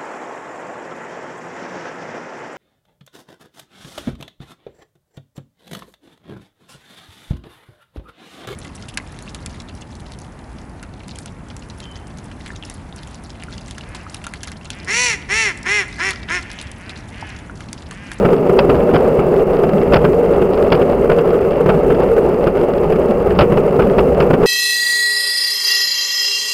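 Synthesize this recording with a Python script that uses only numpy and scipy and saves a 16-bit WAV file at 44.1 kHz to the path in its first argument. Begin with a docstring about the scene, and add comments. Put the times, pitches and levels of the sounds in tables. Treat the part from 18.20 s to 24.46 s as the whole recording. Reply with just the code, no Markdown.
"""On a paved path, a bicycle rolls fast with a small camera fixed to it.
Tyre vibration drones through the frame and the camera mount. Bumps make them knock and set the
loose housing clinking and rattling, soft dips boom, and small stones tick underneath.
Wind buffets the microphone, and the hardest hits overload the camera's dull, hissy sound channel."""
import sys
import numpy as np
from scipy import signal
from scipy.fft import rfft, irfft, next_fast_len
from scipy.io import wavfile
from scipy.ndimage import uniform_filter1d, map_coordinates

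SR = 44100
rng = np.random.default_rng(int(sys.argv[2]) if len(sys.argv) > 2 else 0)


def persist_wave(psi):
    """Save psi, clipped to +-1, as 16-bit WAV."""
    counts = np.round(np.clip(psi, -1, 1) * 32767).astype(np.int16)
    wavfile.write(sys.argv[1], SR, np.atleast_2d(counts).T)


N = 276066

# Asphalt roughness. Each row: time in seconds, mount drone level in dB, frame shudder level in dB.
ROUGHNESS = [(0.0, -14, -19), (0.42, -13, -21), (0.78, -13.5, -21), (1.36, -14, -22), (1.69, -15.5, -19.5),
             (1.93, -12.5, -22.5), (2.28, -14, -24), (2.7, -13, -21), (3.35, -14.5, -24),
             (3.59, -13.5, -21), (3.85, -13.5, -22), (3.94, -12.5, -23), (4.46, -16.5, -24),
             (4.62, -15, -24.5), (5.72, -14, -19), (6.05, -13, -23), (6.14, -18, -20.5), (6.26, -8.5, -21)]
# The frame's low body and the mount's hollow ring.
# Each row: pitch in Hz, bandwidth in Hz, relative level in dB.
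FRAME_MODES = [(159, 48, -3), (191.5, 82, -2), (260, 71, -4)]
MOUNT_MODES = [(362.8, 38, -5.5), (403.5, 76, -0.5), (469.6, 69, -1.5), (564.3, 89, -6.5), (728, 450, -21)]


def tyres(jiggle_db, rock, patches_per_s=26):
    """The rolling tyres shake the frame and make the mount drone, swelling over bumps and rough patches."""
    drone_db, shudder_db = curves(ROUGHNESS)
    drone_db = drone_db + jiggle_db + 2 * rock + 0.78 * wobble(patches_per_s)
    shudder_db = shudder_db + 3.5 * rock + 1.5 * wobble(patches_per_s)
    drone = amp(drone_db) * shaken(MOUNT_MODES, evenness=0.62, wander_db=1.95)
    shudder = amp(shudder_db) * shaken(FRAME_MODES, evenness=0.46, wander_db=2.0)
    return drone + shudder


# Hits from the path. Each row: start in seconds, then rattle, clink and knock, each in relative dB.
BUMP_HITS = [(0.0504, -7.5, -35, -9), (0.2982, -15.5, -44, -12), (0.389, -5.5, -23.5, -23),
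             (0.4966, -6, -35, -9), (0.5447, -16, -48, -17), (0.7388, -5, -27, -12),
             (0.7575, -8, -28.5, -15), (0.991, -13, -48, -16), (1.4354, -13, -40.5, -26),
             (1.7219, -11, -39, -19), (1.736, -2, -19.5, -7.5), (1.7592, -3.5, -27, -12),
             (1.8448, -5, -37, -11), (2.2186, -12.5, -48, -20), (2.522, -3.5, -21.5, -8.5),
             (2.5449, -12, -35, -16), (2.6154, -10.5, -41, -15), (2.8972, -9, -49, -13),
             (2.9157, -11, -42, -21), (2.985, -12, -39, -26), (3.4618, -14, -40.5, -11.5),
             (3.4924, -3.5, -34, -14), (3.7031, -13, -53, -18), (4.2702, -8.5, -36, -13.5),
             (4.7227, -12.5, -41.5, -22), (5.1883, -0.5, -23, -24), (5.2076, -2.5, -26, -17),
             (5.2216, -10, -40, -11), (5.3234, -12.5, -53, -10), (5.3712, -7.5, -44, -19),
             (5.5936, -6.5, -43, -14), (5.6201, -15, -39, -25), (5.784, -5, -37, -12),
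             (6.0029, -11, -29.5, -16), (6.0228, -14, -42, -18), (6.104, -10.5, -50, -14),
             (6.135, -4.5, -40, -10.5), (6.2292, -9, -38, -19)]
# The housing's boxy rattle and bright clink. Each row: frequency in Hz, relative level in dB.
RATTLE_TONE = [(150, 2.5), (600, 10.5), (1000, 0), (1400, 3), (1950, -14), (2700, -6.5), (3300, -18.5),
               (4000, -36), (6000, -37)]
CLINK_TONE = [(1500, -18), (2600, 10.5), (3300, 4), (3950, -6), (4900, -0.5), (6000, -7)]


def bumps(knock_lead_s=0.002, rattle_t60_s=0.061, rebound_s=0.0069, chatter_db=2.3):
    """Each bump knocks frame and mount; then the loose housing clinks, rebounds once and chatters."""
    t = np.arange(SR // 4) / SR
    knocks, rattle_env, clink_env = np.zeros((3, N + SR))
    contact = lambda age: attack(age, 0.0011) * np.exp(-age / 0.0022)
    double_contact = contact(t) + amp(-4) * contact(np.maximum(t - rebound_s, 0))
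    for s, rattle_db, clink_db, knock_db in BUMP_HITS:
        start, knock_start = round(s * SR), round((s - knock_lead_s) * SR)
        rattle_env[start:][:len(t)] += attack(t, 0.0015) * amp(rattle_db - 60 * t / rattle_t60_s)
        clink_env[start:][:len(t)] += amp(clink_db) * double_contact
        ring = amp(12) * struck(FRAME_MODES, t) + amp(12.5) * struck(MOUNT_MODES, t)
        knocks[knock_start:][:len(t)] += amp(knock_db) * ring * attack(t, 0.0014)
    chatter = unit(amp(chatter_db * wobble(350)))
    rattle = amp(2) * rattle_env[:N] * coloured(RATTLE_TONE)
    clink = amp(15.5) * clink_env[:N] * coloured(CLINK_TONE)
    return knocks[:N] + chatter * (rattle + clink)


def rocking(rise_s=0.01, settle_s=0.022, limit_db=-6):
    """How much the bicycle rocks, 0-1: hard or closely spaced bumps rock it most, up to a limit."""
    t = np.arange(N) / SR
    push = 0
    for s, db, *_ in BUMP_HITS:
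        log_envelope = np.minimum((t - s) / rise_s, (s - t) / settle_s)
        push = push + amp(db) * np.exp(np.maximum(log_envelope, -20))
    return np.tanh(push / amp(limit_db))


# Gusts at the microphone. Each row: time in seconds, buffet level in dB.
GUSTS = [(0.0, -20), (0.12, -39), (0.57, -27), (1.04, -28.5), (1.18, -29.5), (1.74, -28.5), (2.14, -30),
         (2.46, -25.5), (2.6, -31), (2.88, -27.5), (3.54, -26.5), (3.77, -29), (4.36, -32), (5.13, -27),
         (5.47, -27.5), (5.68, -26), (5.82, -25), (6.26, -32)]
# The deep buffet and the airy rush. Each row: frequency in Hz, relative level in dB.
BUFFET_TONE = [(10, -30), (22, -21), (38, -11), (52, 3), (75, -3.5), (115, -12.5), (250, -17.5),
               (600, -73.5)]
RUSH_TONE = [(150, -0.5), (500, 5.5), (800, 3), (980, -6), (1250, -2.5), (1600, -17), (1900, -16.5),
             (2200, -16), (2450, -21.5), (2700, -12.5), (3150, -28.5), (3750, -44), (4800, -36),
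             (6000, -49)]


def wind(jiggle_db, rock, eddy_db=2.5, gust_share=0.074):
    """Low eddies hit the microphone port under a headwind that flutters as the bicycle jiggles."""
    gust_db, = curves(GUSTS)
    buffet = amp(gust_db + 3 * rock + eddy_db * wobble(7)) * coloured(BUFFET_TONE)
    flutter_db = jiggle_db + 1.1 * wobble(140)
    rush_db = -23.5 + gust_share * (gust_db - gust_db.mean()) + flutter_db
    return buffet + amp(rush_db) * coloured(RUSH_TONE)


# Soft dips in the path. Each row: crest in seconds, pitch in Hz, peak in dB, half length in seconds.
DIP_BOOMS = [(1.443, 670, -10.5, 0.0039), (1.545, 200, -9.5, 0.018), (3.555, 159, -13.5, 0.02),
             (4.901, 220, -9.5, 0.01)]


def dips():
    """A soft dip swells one resonance of frame or mount into a short boom and lets it go."""
    t = np.arange(N) / SR
    return sum(amp(db) * np.exp(-((t - s) / half) ** 2) * np.sin(2 * np.pi * hz * (t - s))
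               for s, hz, db, half in DIP_BOOMS)


# The housing's dull tick. Each row: frequency in Hz, relative level in dB.
TICK_TONE = [(300, -17), (700, 5.5), (1000, -6.5), (1400, -5), (1950, -14.5), (2700, -13.5), (3300, -18.5),
             (4000, -41), (6000, -45)]


def grit(count=170, spread_db=1.74, tick_fade_s=0.0037):
    """Small stones under the tyres: each jogs the mount and makes the housing tick."""
    t = np.arange(SR // 12) / SR
    stones = np.zeros(N)
    when, size_draw = rng.random((count, 2)).T
    stones[(when * (N - 1)).astype(int)] = amp(-spread_db * np.log(np.maximum(size_draw, .05)))
    ticks = signal.fftconvolve(stones, np.exp(-t / tick_fade_s))[:N] * coloured(TICK_TONE)
    jogs = signal.fftconvolve(stones, struck(MOUNT_MODES, t))[:N]
    return amp(-25.5) * ticks + amp(-22.5) * jogs


def shaken(modes, evenness, wander_db):
    """Resonances driven by the asphalt, each swelling on its own; evenness 0-1 steadies their sum."""
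    x = 0
    for centre, width, db in modes:
        resonance = lambda hz: 1 / (1 + ((hz * hz - centre ** 2) / (hz * width + 1e-9)) ** 2)
        ring = filtered(rng.standard_normal(N), resonance)
        x = x + amp(db + wander_db * wobble(12)) * ring
    slow_power = np.abs(uniform_filter1d(unit(x) ** 2, size=2600)) + 1e-6
    return unit(x / slow_power ** (evenness / 2))


def struck(modes, t):
    """One blow on the resonances, each at a new strength; wide ones die first."""
    strengths = amp(rng.normal(0, 0.56, len(modes)))
    return sum(gain * amp(db) * np.exp(-np.pi * width * t) * np.sin(2 * np.pi * hz * t)
               for gain, (hz, width, db) in zip(strengths, modes))


def attack(t, rise_s):
    """An onset that eases from 0 up to 1."""
    return 1 - np.exp(-t / rise_s)


def amp(db):
    """Decibels to gain."""
    return 10 ** (np.asarray(db) / 20)


def unit(x):
    """x at rms 1."""
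    return x / np.sqrt(np.mean(x ** 2) + 1e-20)


def curves(rows):
    """One value per sample for each column after the time."""
    times, *columns = np.transpose(rows)
    return [np.interp(np.arange(N) / SR, times, column) for column in columns]


def wobble(rate):
    """A smooth random curve, rate knots a second."""
    return map_coordinates(rng.standard_normal(int(N * rate / SR) + 4), [np.arange(N) * rate / SR])


def gain_along(spectrum, hz):
    """Gain of (Hz, dB) points joined on a log axis."""
    points_hz, db = np.transpose(spectrum)
    return amp(np.interp(np.log(hz + 1), np.log(points_hz), db))


def filtered(x, response):
    """x through an EQ whose gain is response(hz)."""
    size = next_fast_len(N + 8192)
    return irfft(rfft(x, size) * response(np.fft.rfftfreq(size, 1 / SR)), size)[:N]


def coloured(spectrum):
    """Noise of rms 1 with the given spectrum."""
    return unit(filtered(rng.standard_normal(N), lambda hz: gain_along(spectrum, hz)))


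def scene():
    """Everything reaches one microphone on the bicycle, which jiggles over the uneven asphalt."""
    jiggle_db, rock = 1.28 * wobble(55), rocking()
    return (tyres(jiggle_db, rock) + wind(jiggle_db, rock) + bumps() + dips() + grit())[None]


# The colour of the camera's sound channel. Each row: frequency in Hz, gain in dB.
CHANNEL_EQ = [(2, -25), (12, 9), (45, 0), (1900, 1), (2400, 1), (2700, -0.5), (3300, 0.5), (3900, -2),
              (4800, 2.5), (5500, 1)]


def record(dry, ceiling=0.65, hardness=5, band_hz=5370, hiss_top_hz=15750):
    """The input overloads and keeps only a narrow band; the camera's hiss swells with each wave."""
    x = dry[0] * amp(0.08)
    clipped = x / (1 + np.abs(x / ceiling) ** hardness) ** (1 / hardness)
    dull = filtered(clipped, lambda hz: gain_along(CHANNEL_EQ, hz) / np.sqrt(1 + (hz / band_hz) ** 40))
    hiss = amp(-37.5) * (np.abs(dull) + 0.0025) * rng.standard_normal(N)
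    return filtered(dull + hiss, lambda hz: hz < hiss_top_hz)[None]


dry = scene()
out = record(dry)
persist_wave(out)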